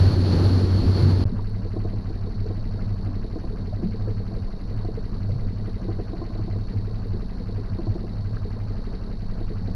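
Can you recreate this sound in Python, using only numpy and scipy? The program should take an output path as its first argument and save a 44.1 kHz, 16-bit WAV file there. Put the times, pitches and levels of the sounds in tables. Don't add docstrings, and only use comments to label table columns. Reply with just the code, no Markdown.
import sys
import numpy as np
from scipy import signal
from scipy.fft import rfft, irfft, next_fast_len
from scipy.io import wavfile
from scipy.ndimage import uniform_filter1d, map_coordinates

SR = 44100
rng = np.random.default_rng(int(sys.argv[2]) if len(sys.argv) > 2 else 0)


def bounce(signal):
    frames = np.transpose(np.atleast_2d(signal))
    limited = np.clip(frames, -1, 1)
    pcm = np.round(limited * 32767).astype(np.int16)
    wavfile.write(sys.argv[1], SR, pcm)


N = 429975

# (planing ends [s], idling starts [s])
GAP = (1.2417, 1.2536)
# (time [s], wind level [dB], wash level [dB], spray level [dB])
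PLANING_LEVELS = [(0.0, -30, -25, -31), (0.22, -27, -25.5, -33.5), (0.335, -21.5, -22.5, -31),
                  (0.47, -28, -22.5, -31.5), (0.624, -37, -23, -33), (0.694, -19, -24.5, -34.5),
                  (0.96, -32, -24, -35.5), (0.998, -28, -25.5, -32.5), (1.24, -29, -24.5, -36.5)]
# (time [s], level [dB])
DRONE_LEVELS = [(0.0, -16.5), (0.082, -13), (0.116, -33), (0.144, -18), (0.746, -20), (0.772, -16.5),
                (0.818, -26.5), (0.91, -16), (0.976, -26), (1.014, -17), (1.24, -21)]
# (time [s], four-stroke cycles per second [Hz])
IDLE_SPEED = [(1.25, 11.004), (1.89, 11.972), (2.01, 11.858), (2.65, 12.037), (3.37, 11.736),
              (3.49, 11.536), (3.85, 11.35), (4.53, 12.13), (4.65, 11.358), (5.21, 11.261), (5.53, 11.302),
              (5.65, 11.781), (5.93, 11.659), (6.05, 11.999), (6.41, 11.486), (6.73, 11.585),
              (7.37, 11.301), (7.81, 11.637), (8.17, 11.254), (8.73, 12.058), (9.21, 10.859),
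              (9.75, 11.238)]
FIRINGS = (.422, .84)
# (centre [Hz], width [Hz], gain [dB])
EXHAUST_MODES = [(15, 40, -.6), (48.1, 8, 0)]
# (centre [Hz], width [Hz], gain [dB])
FLOOR_MODES = [(100.5, 11, 2)]
# (time [s], level [dB])
BOOM_LEVELS = [(1.26, -19), (1.3, -25.5), (2.28, -30.5), (2.32, -44), (2.37, -27), (3.52, -35), (3.6, -31),
               (3.77, -27), (3.81, -39.5), (4.12, -24.5), (4.38, -37.5), (4.43, -25), (4.5, -45),
               (4.78, -27.5), (5.16, -36.5), (5.23, -27.5), (5.75, -30.5), (5.82, -50), (5.89, -25.5),
               (6.2, -38), (6.63, -28), (6.67, -44), (6.77, -27), (7.05, -35), (7.1, -25.5), (7.36, -50),
               (7.41, -34), (7.74, -24.5), (7.79, -46), (7.9, -20), (7.97, -40), (8.4, -26), (8.97, -40),
               (9.75, -30)]
# (centre [Hz], width [Hz], gain [dB])
COWL_MODES = [(185.1, 47.6, -2), (263, 9.3, -6)]
# (angle [share of cycle], strength [dB])
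COWL_SHAKES = [(.645, 1.5), (.955, 0), (.265, -3.5)]
# (angle [share of cycle], rms level [dB], centre [Hz], width [octaves], t60 [s])
CONTACTS = [(.06, -67.5, 5200, .4, .16), (.065, -73, 3815, .05, .07), (.312, -72, 5700, .45, .012),
            (.347, -71.5, 6400, .5, .03), (.45, -71, 5600, .3, .05), (.64, -71, 3850, .06, .05),
            (.6, -65.5, 4900, .45, .14), (.64, -88, 10300, .15, .08), (.88, -65, 4800, .8, .15),
            (.9, -75, 3800, .08, .06), (.308, -62.5, 1300, .5, .11), (.315, -71, 1592, .064, .15),
            (.33, -73, 2600, .15, .25), (.455, -63, 2130, .5, .3), (.46, -70, 2060, .08, .15),
            (.76, -73, 1930, .1, .05), (.05, -54.5, 428, .18, .07), (.088, -67, 1050, .097, .076),
            (.21, -61, 680, .23, .085), (.48, -66, 1100, .29, .06), (.66, -57, 300, .18, .037),
            (.69, -61, 700, .18, .15), (.72, -52.5, 416, .14, .057), (.88, -68, 900, .17, .15)]
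# (time [s], level [dB], second pair over it [dB])
RATTLE_HITS = [(1.654, -29, -0.5), (1.765, -22.5, -12), (1.849, -23.5, -8), (1.934, -28, -4),
               (1.988, -43, 0.5), (2.105, -28.5, -8), (2.271, -32.5, 1), (2.459, -31.5, 2.5),
               (2.503, -26, -3), (3.061, -33, -26), (3.242, -33, -5), (3.36, -24, -4.5), (3.439, -27, -12),
               (3.53, -40, 6.5), (3.829, -24.5, -8), (3.942, -35.5, 1), (4.076, -29, 4), (4.203, -38, 7.5),
               (4.313, -31, -6), (4.365, -33.5, 1), (4.481, -35, -15), (4.709, -36, 1), (4.849, -25, -14),
               (4.885, -28, -4), (4.975, -36.5, 8), (5.418, -34.5, 0.5), (5.679, -30, 1), (5.815, -40, 4),
               (5.848, -31.5, -3), (5.887, -22, -5.5), (5.991, -23.5, -1), (6.134, -23.5, -10),
               (6.218, -22.5, -23), (6.306, -29.5, -22), (6.354, -31, -4), (6.393, -29, -22),
               (6.479, -26, -16), (6.562, -28, -3.5), (6.734, -35, 2), (6.788, -42.5, 0),
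               (6.909, -35.5, 0.5), (7.057, -46, 14), (7.403, -37, 4.5), (7.491, -33, -2),
               (7.582, -39.5, 8.5), (7.789, -23.5, -16.5), (7.87, -22.5, -20), (7.955, -24, -11),
               (8.04, -28, -1.5), (8.454, -37, 6), (8.935, -32, 0), (9.101, -35, -2), (9.409, -28.5, -5),
               (9.505, -33.5, 3.5), (9.679, -32, -4)]
# (frequency [Hz], relative level [dB], t60 [s])
LOOSE_MODES = [(331.5, 3, 0.078), (358.4, -11.5, 0.15), (423.5, 1.5, 0.1), (465, 0.5, 0.09),
               (651, -8, 0.073), (722.5, -14, 0.12), (1028, -14, 0.044)]
SECOND_PAIR = (2, 3)
# (time [s], level [dB], frequency [Hz], t60 [s])
KNOCK_HITS = [(1.012, -10.5, 134.2, 0.27), (1.289, -39, 118.5, 0.54), (1.323, -10.5, 195, 0.08),
              (1.391, -29.5, 970, 0.033), (2.791, -36, 1385, 0.023), (3.727, -25, 613, 0.043),
              (3.834, -12.5, 183.7, 0.19), (3.867, -31, 126, 0.11), (5.291, -28, 492, 0.068),
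              (5.311, -19.5, 128, 0.39), (3.069, -25, 252, 0.18), (7.132, -26, 361, 0.11),
              (8.369, -23, 1340, 0.0094), (9.68, -26, 188, 0.22)]
# (time [s], level [dB])
CLICK_HITS = [(1.4242, -56), (1.4962, -56), (4.35, -58), (4.77, -57), (5.29, -57), (7.0687, -57)]
# (frequency [Hz], gain [dB])
CASE_COLOUR = [(240, -10), (400, 0), (700, -10), (1020, -14), (1600, -18.5), (2400, -26), (3400, -25.5),
               (3950, -21), (4380, -10.5), (4900, -24), (5800, -29.5), (6400, -36), (7500, -42),
               (9000, -49), (10000, -34), (11500, -44.5), (14000, -55.5), (15000, -67.5), (16000, -120)]
# (frequency [Hz], relative level [dB per Hz])
WASH_COLOUR = [(65, -16), (110, -3.5), (124, -12.5), (173, -10), (340, -14), (518, -34), (1200, -43),
               (1560, -89), (2640, -120)]
# (frequency [Hz], relative level [dB per Hz])
LAPPING_COLOUR = [(29, -44.5), (50, -7), (108, -5.5), (147, -11.5), (201, -6), (303, -18.5), (413, -21),
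                  (546, -24), (1580, -37.5), (2500, -53.5), (3250, -68.5), (5500, -120)]
# (time [s], level [dB])
BREEZE_LEVELS = [(1.26, -24), (1.45, -36), (4.8, -36), (5.3, -33), (5.9, -38), (8.6, -59), (9.3, -32.5),
                 (9.75, -33)]
# (centre [Hz], width [Hz], gain [dB])
DRONE_PANEL = [(82.0, 70, 0)]
# (frequency [Hz], relative level [dB])
PLANING_WIND = [(8, -36), (20, -5.0), (60, -1.0), (85, -1.0), (200, -65), (400, -120)]
IDLE_WIND = [(6, -36.5), (14, 8.5), (24, 5.0), (70, -24.0), (120, -62.0), (300, -120)]

DRONE_HZ = 93.9
FIRST_ANGLE, UNEVEN = .154, .002
FLOOR_SHAKE = .14
BOOM_WAVER_DB = 2
LASH_S, VALVE_SCATTER_DB = .0003, 1.4
CRACK_DB = -13.5
TOP_FADES = 0.24
LANDING_DB = 1.5
CLICK_HZ, CLICK_T60_S = 8000, 0.028
WHIRR_DB, WHIRR_TILT = -64.5, .8
CLIP_AT = .6
TOP_HZ = 15000


def hull_drone(tone):
    panel = modes(DRONE_PANEL)
    roughness = rush(lambda f: panel(f) ** 2, patchy_db=1.0)
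    level_db, = curves(DRONE_LEVELS)
    return amp(level_db) * (0.96 * tone + 0.35 * roughness)


def exhaust(turned):
    firings = sum(beats(turned, share, scatter_db=1.5) for share in FIRINGS)
    return amp(-30.0) * unit(filtered(firings, twice(EXHAUST_MODES)))


def floor_boom(turned):
    panel = twice(FLOOR_MODES)
    struck = unit(filtered(beats(turned, FLOOR_SHAKE, scatter_db=-0.5), panel))
    blur = rush(panel, patchy_db=0.9)
    boom = steady(0.72 * struck + 0.63 * blur, seconds=0.12)
    level_db, = curves(BOOM_LEVELS)
    return amp(level_db + BOOM_WAVER_DB * wobble(5.3)) * boom


def cowl(turned):
    shakes = sum(amp(db) * beats(turned, share, scatter_db=2.5) for share, db in COWL_SHAKES)
    shaken = unit(filtered(shakes, twice(COWL_MODES)))
    blur = rush(twice(COWL_MODES), patchy_db=-2.5)
    return amp(-41.5) * (1.136 * shaken + 0.2 * blur)


def valves(turned):
    out, t = np.zeros(N), np.arange(SR // 12) / SR
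    case = colour(CASE_COLOUR)
    for share, db, hz, octaves, t60 in CONTACTS:
        fade = amp(-60 * t / t60) * (1 - np.exp(-t / 0.00031))
        hits = beats(turned, share, VALVE_SCATTER_DB, LASH_S)
        same = signal.oaconvolve(hits, fade * rng.standard_normal(len(t)))[:N]
        fresh = signal.oaconvolve(hits, fade)[:N] * rng.standard_normal(N)

        def band(f):
            return np.exp(-.5 * (np.log2((f + 1) / hz) / octaves) ** 2) * case(np.maximum(f, 600))

        out += amp(db) * unit(filtered(0.7 * same + 0.7 * fresh, band))
    return out


def rattles():
    out, t = np.zeros(N + SR), np.arange(SR // 50) / SR
    top = len(LOOSE_MODES) - 1
    for s, db, pair_db in RATTLE_HITS:
        for k, (hz, mode_db, t60) in enumerate(LOOSE_MODES):
            strength = db + mode_db + rng.normal(0, LANDING_DB)
            if k in SECOND_PAIR:
                strength += pair_db
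            if k == top:
                strength -= TOP_FADES * pair_db
            mode = ring(hz * rng.normal(1, 0.02), t60, attack=0.0049)
            add(out, s - .003, amp(strength) * mode)
        crack = filtered(rng.standard_normal(len(t)), colour(CASE_COLOUR))
        add(out, s, amp(db + CRACK_DB - 60 * t / .012) * crack)
    return out[:N]


def knocks():
    out = np.zeros(N + SR)
    for s, db, hz, t60 in KNOCK_HITS:
        main = ring(hz, t60, attack=1.74 / hz)
        neighbour = ring(1.17 * hz, 1.9 * t60, attack=1.0 / hz)
        add(out, s, amp(db) * (main + 0.32 * neighbour))
    return out[:N]


def clicks():
    out, t = np.zeros(N + SR), np.arange(SR // 50) / SR
    for s, db in CLICK_HITS:
        noise = rng.standard_normal(len(t))
        thin = filtered(noise, lambda f: (f > CLICK_HZ) / (1 + (f / 12500) ** 8))
        add(out, s, amp(db - 60 * t / CLICK_T60_S) * thin)
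    return out[:N]


def wash(level_db, tone):
    return amp(level_db + 0.26 * wobble(25.1) + 1.2 * tone) * rush(colour(WASH_COLOUR), patchy_db=0.5)


def spray(level_db, tone):
    return amp(level_db + 1.1 * wobble(42.3) + 0.48 * tone) * rush(colour(CASE_COLOUR), patchy_db=0.9)


def lapping():
    return amp(-37 + 1.43 * wobble(16)) * rush(colour(LAPPING_COLOUR), patchy_db=1.5)


def whirr():
    case = colour(CASE_COLOUR)
    return amp(WHIRR_DB) * rush(lambda f: case(f) * f ** WHIRR_TILT, patchy_db=2)


def wind(level_db, spectrum, patchy_db):
    return amp(level_db) * rush(colour(spectrum), patchy_db)


def firing_tone():
    hz = DRONE_HZ + 0.44 * wobble(6.3)
    return np.sqrt(2) * np.sin(2 * np.pi * np.cumsum(hz) / SR)


def crank():
    running = np.arange(N) >= IDLE_SPEED[0][0] * SR
    speed, = curves(IDLE_SPEED)
    return FIRST_ANGLE + np.cumsum(speed * running) / SR + UNEVEN * wobble(12)


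def beats(turned, share, scatter_db, lash_s=0):
    passes = np.flatnonzero(np.diff(np.floor(turned - share)) > 0)
    size, late = rng.standard_normal((2, len(passes)))
    places = passes + np.round(lash_s * SR * late).astype(int)
    out = np.zeros(N)
    out[np.clip(places, 0, N - 1)] = amp(scatter_db * size)
    return out


def ring(hz, t60, attack):
    t = np.arange(SR // 4) / SR
    return np.sin(2 * np.pi * hz * t) * amp(-60 * t / t60) * (1 - np.exp(-t / attack))


def rush(response, patchy_db):
    z = signal.stft(rng.standard_normal(N), nperseg=512)[2]
    field = uniform_filter1d(rng.standard_normal(z.shape), size=6, axis=0)
    field = uniform_filter1d(field, size=8, axis=1)
    patchy = signal.istft(z * amp(patchy_db * field / field.std()), nperseg=512)[1][:N]
    return unit(filtered(patchy, response))


def modes(rows):
    def response(f):
        return sum((-1) ** k * amp(db) * 1j * f * w / (c * c - f * f + 1j * f * w)
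                   for k, (c, w, db) in enumerate(rows))
    return response


def twice(rows):
    return lambda f: modes(rows)(f) ** 2 / (1 + (f / 500) ** 4)


def colour(points):
    f, db = np.transpose(points)
    return lambda hz: amp(np.interp(np.log(hz + 1), np.log(f + 1), db))


def filtered(x, response):
    m = next_fast_len(len(x) + SR // 2)
    return irfft(rfft(x, m) * response(np.fft.rfftfreq(m, 1 / SR)), m)[:len(x)]


def amp(db):
    return 10 ** (np.asarray(db) / 20)


def unit(x):
    return x / np.sqrt(np.mean(x[2 * SR:] ** 2) + 1e-30)


def steady(x, seconds):
    power = np.abs(uniform_filter1d(x ** 2, size=int(seconds * SR)))
    return x / np.sqrt(power + 0.02 * np.mean(x ** 2))


def curves(rows):
    s, *cols = np.transpose(rows)
    return [np.interp(np.arange(N) / SR, s, c) for c in cols]


def wobble(rate):
    knots = rng.standard_normal(int(N * rate / SR) + 4)
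    return map_coordinates(knots, [np.arange(N) * rate / SR])


def add(track, s, sound):
    track[round(s * SR):][:len(sound)] += sound


def planing():
    wind_db, wash_db, spray_db = curves(PLANING_LEVELS)
    tone = firing_tone()
    water = wash(wash_db, tone) + spray(spray_db, tone)
    return hull_drone(tone) + water + wind(wind_db, PLANING_WIND, patchy_db=4.5)


def idling():
    turned = crank()
    motor = exhaust(turned) + floor_boom(turned) + cowl(turned) + valves(turned)
    breeze_db, = curves(BREEZE_LEVELS)
    return motor + lapping() + whirr() + wind(breeze_db, IDLE_WIND, patchy_db=-3.0)


def scene():
    t = np.arange(N) / SR
    fade_out = np.clip((GAP[0] - t) / .0008, 0, 1)
    fade_in = np.clip((t - GAP[1]) / .001, 0, 1)
    contacts = rattles() + knocks() + clicks()
    return (planing() * fade_out + idling() * fade_in + contacts)[None]


def record(dry):
    rounded = dry[0] / (1 + np.abs(dry[0] / CLIP_AT) ** 4) ** .25
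    return filtered(rounded, lambda hz: hz < TOP_HZ)[None]


dry = scene()
out = record(dry)
bounce(out)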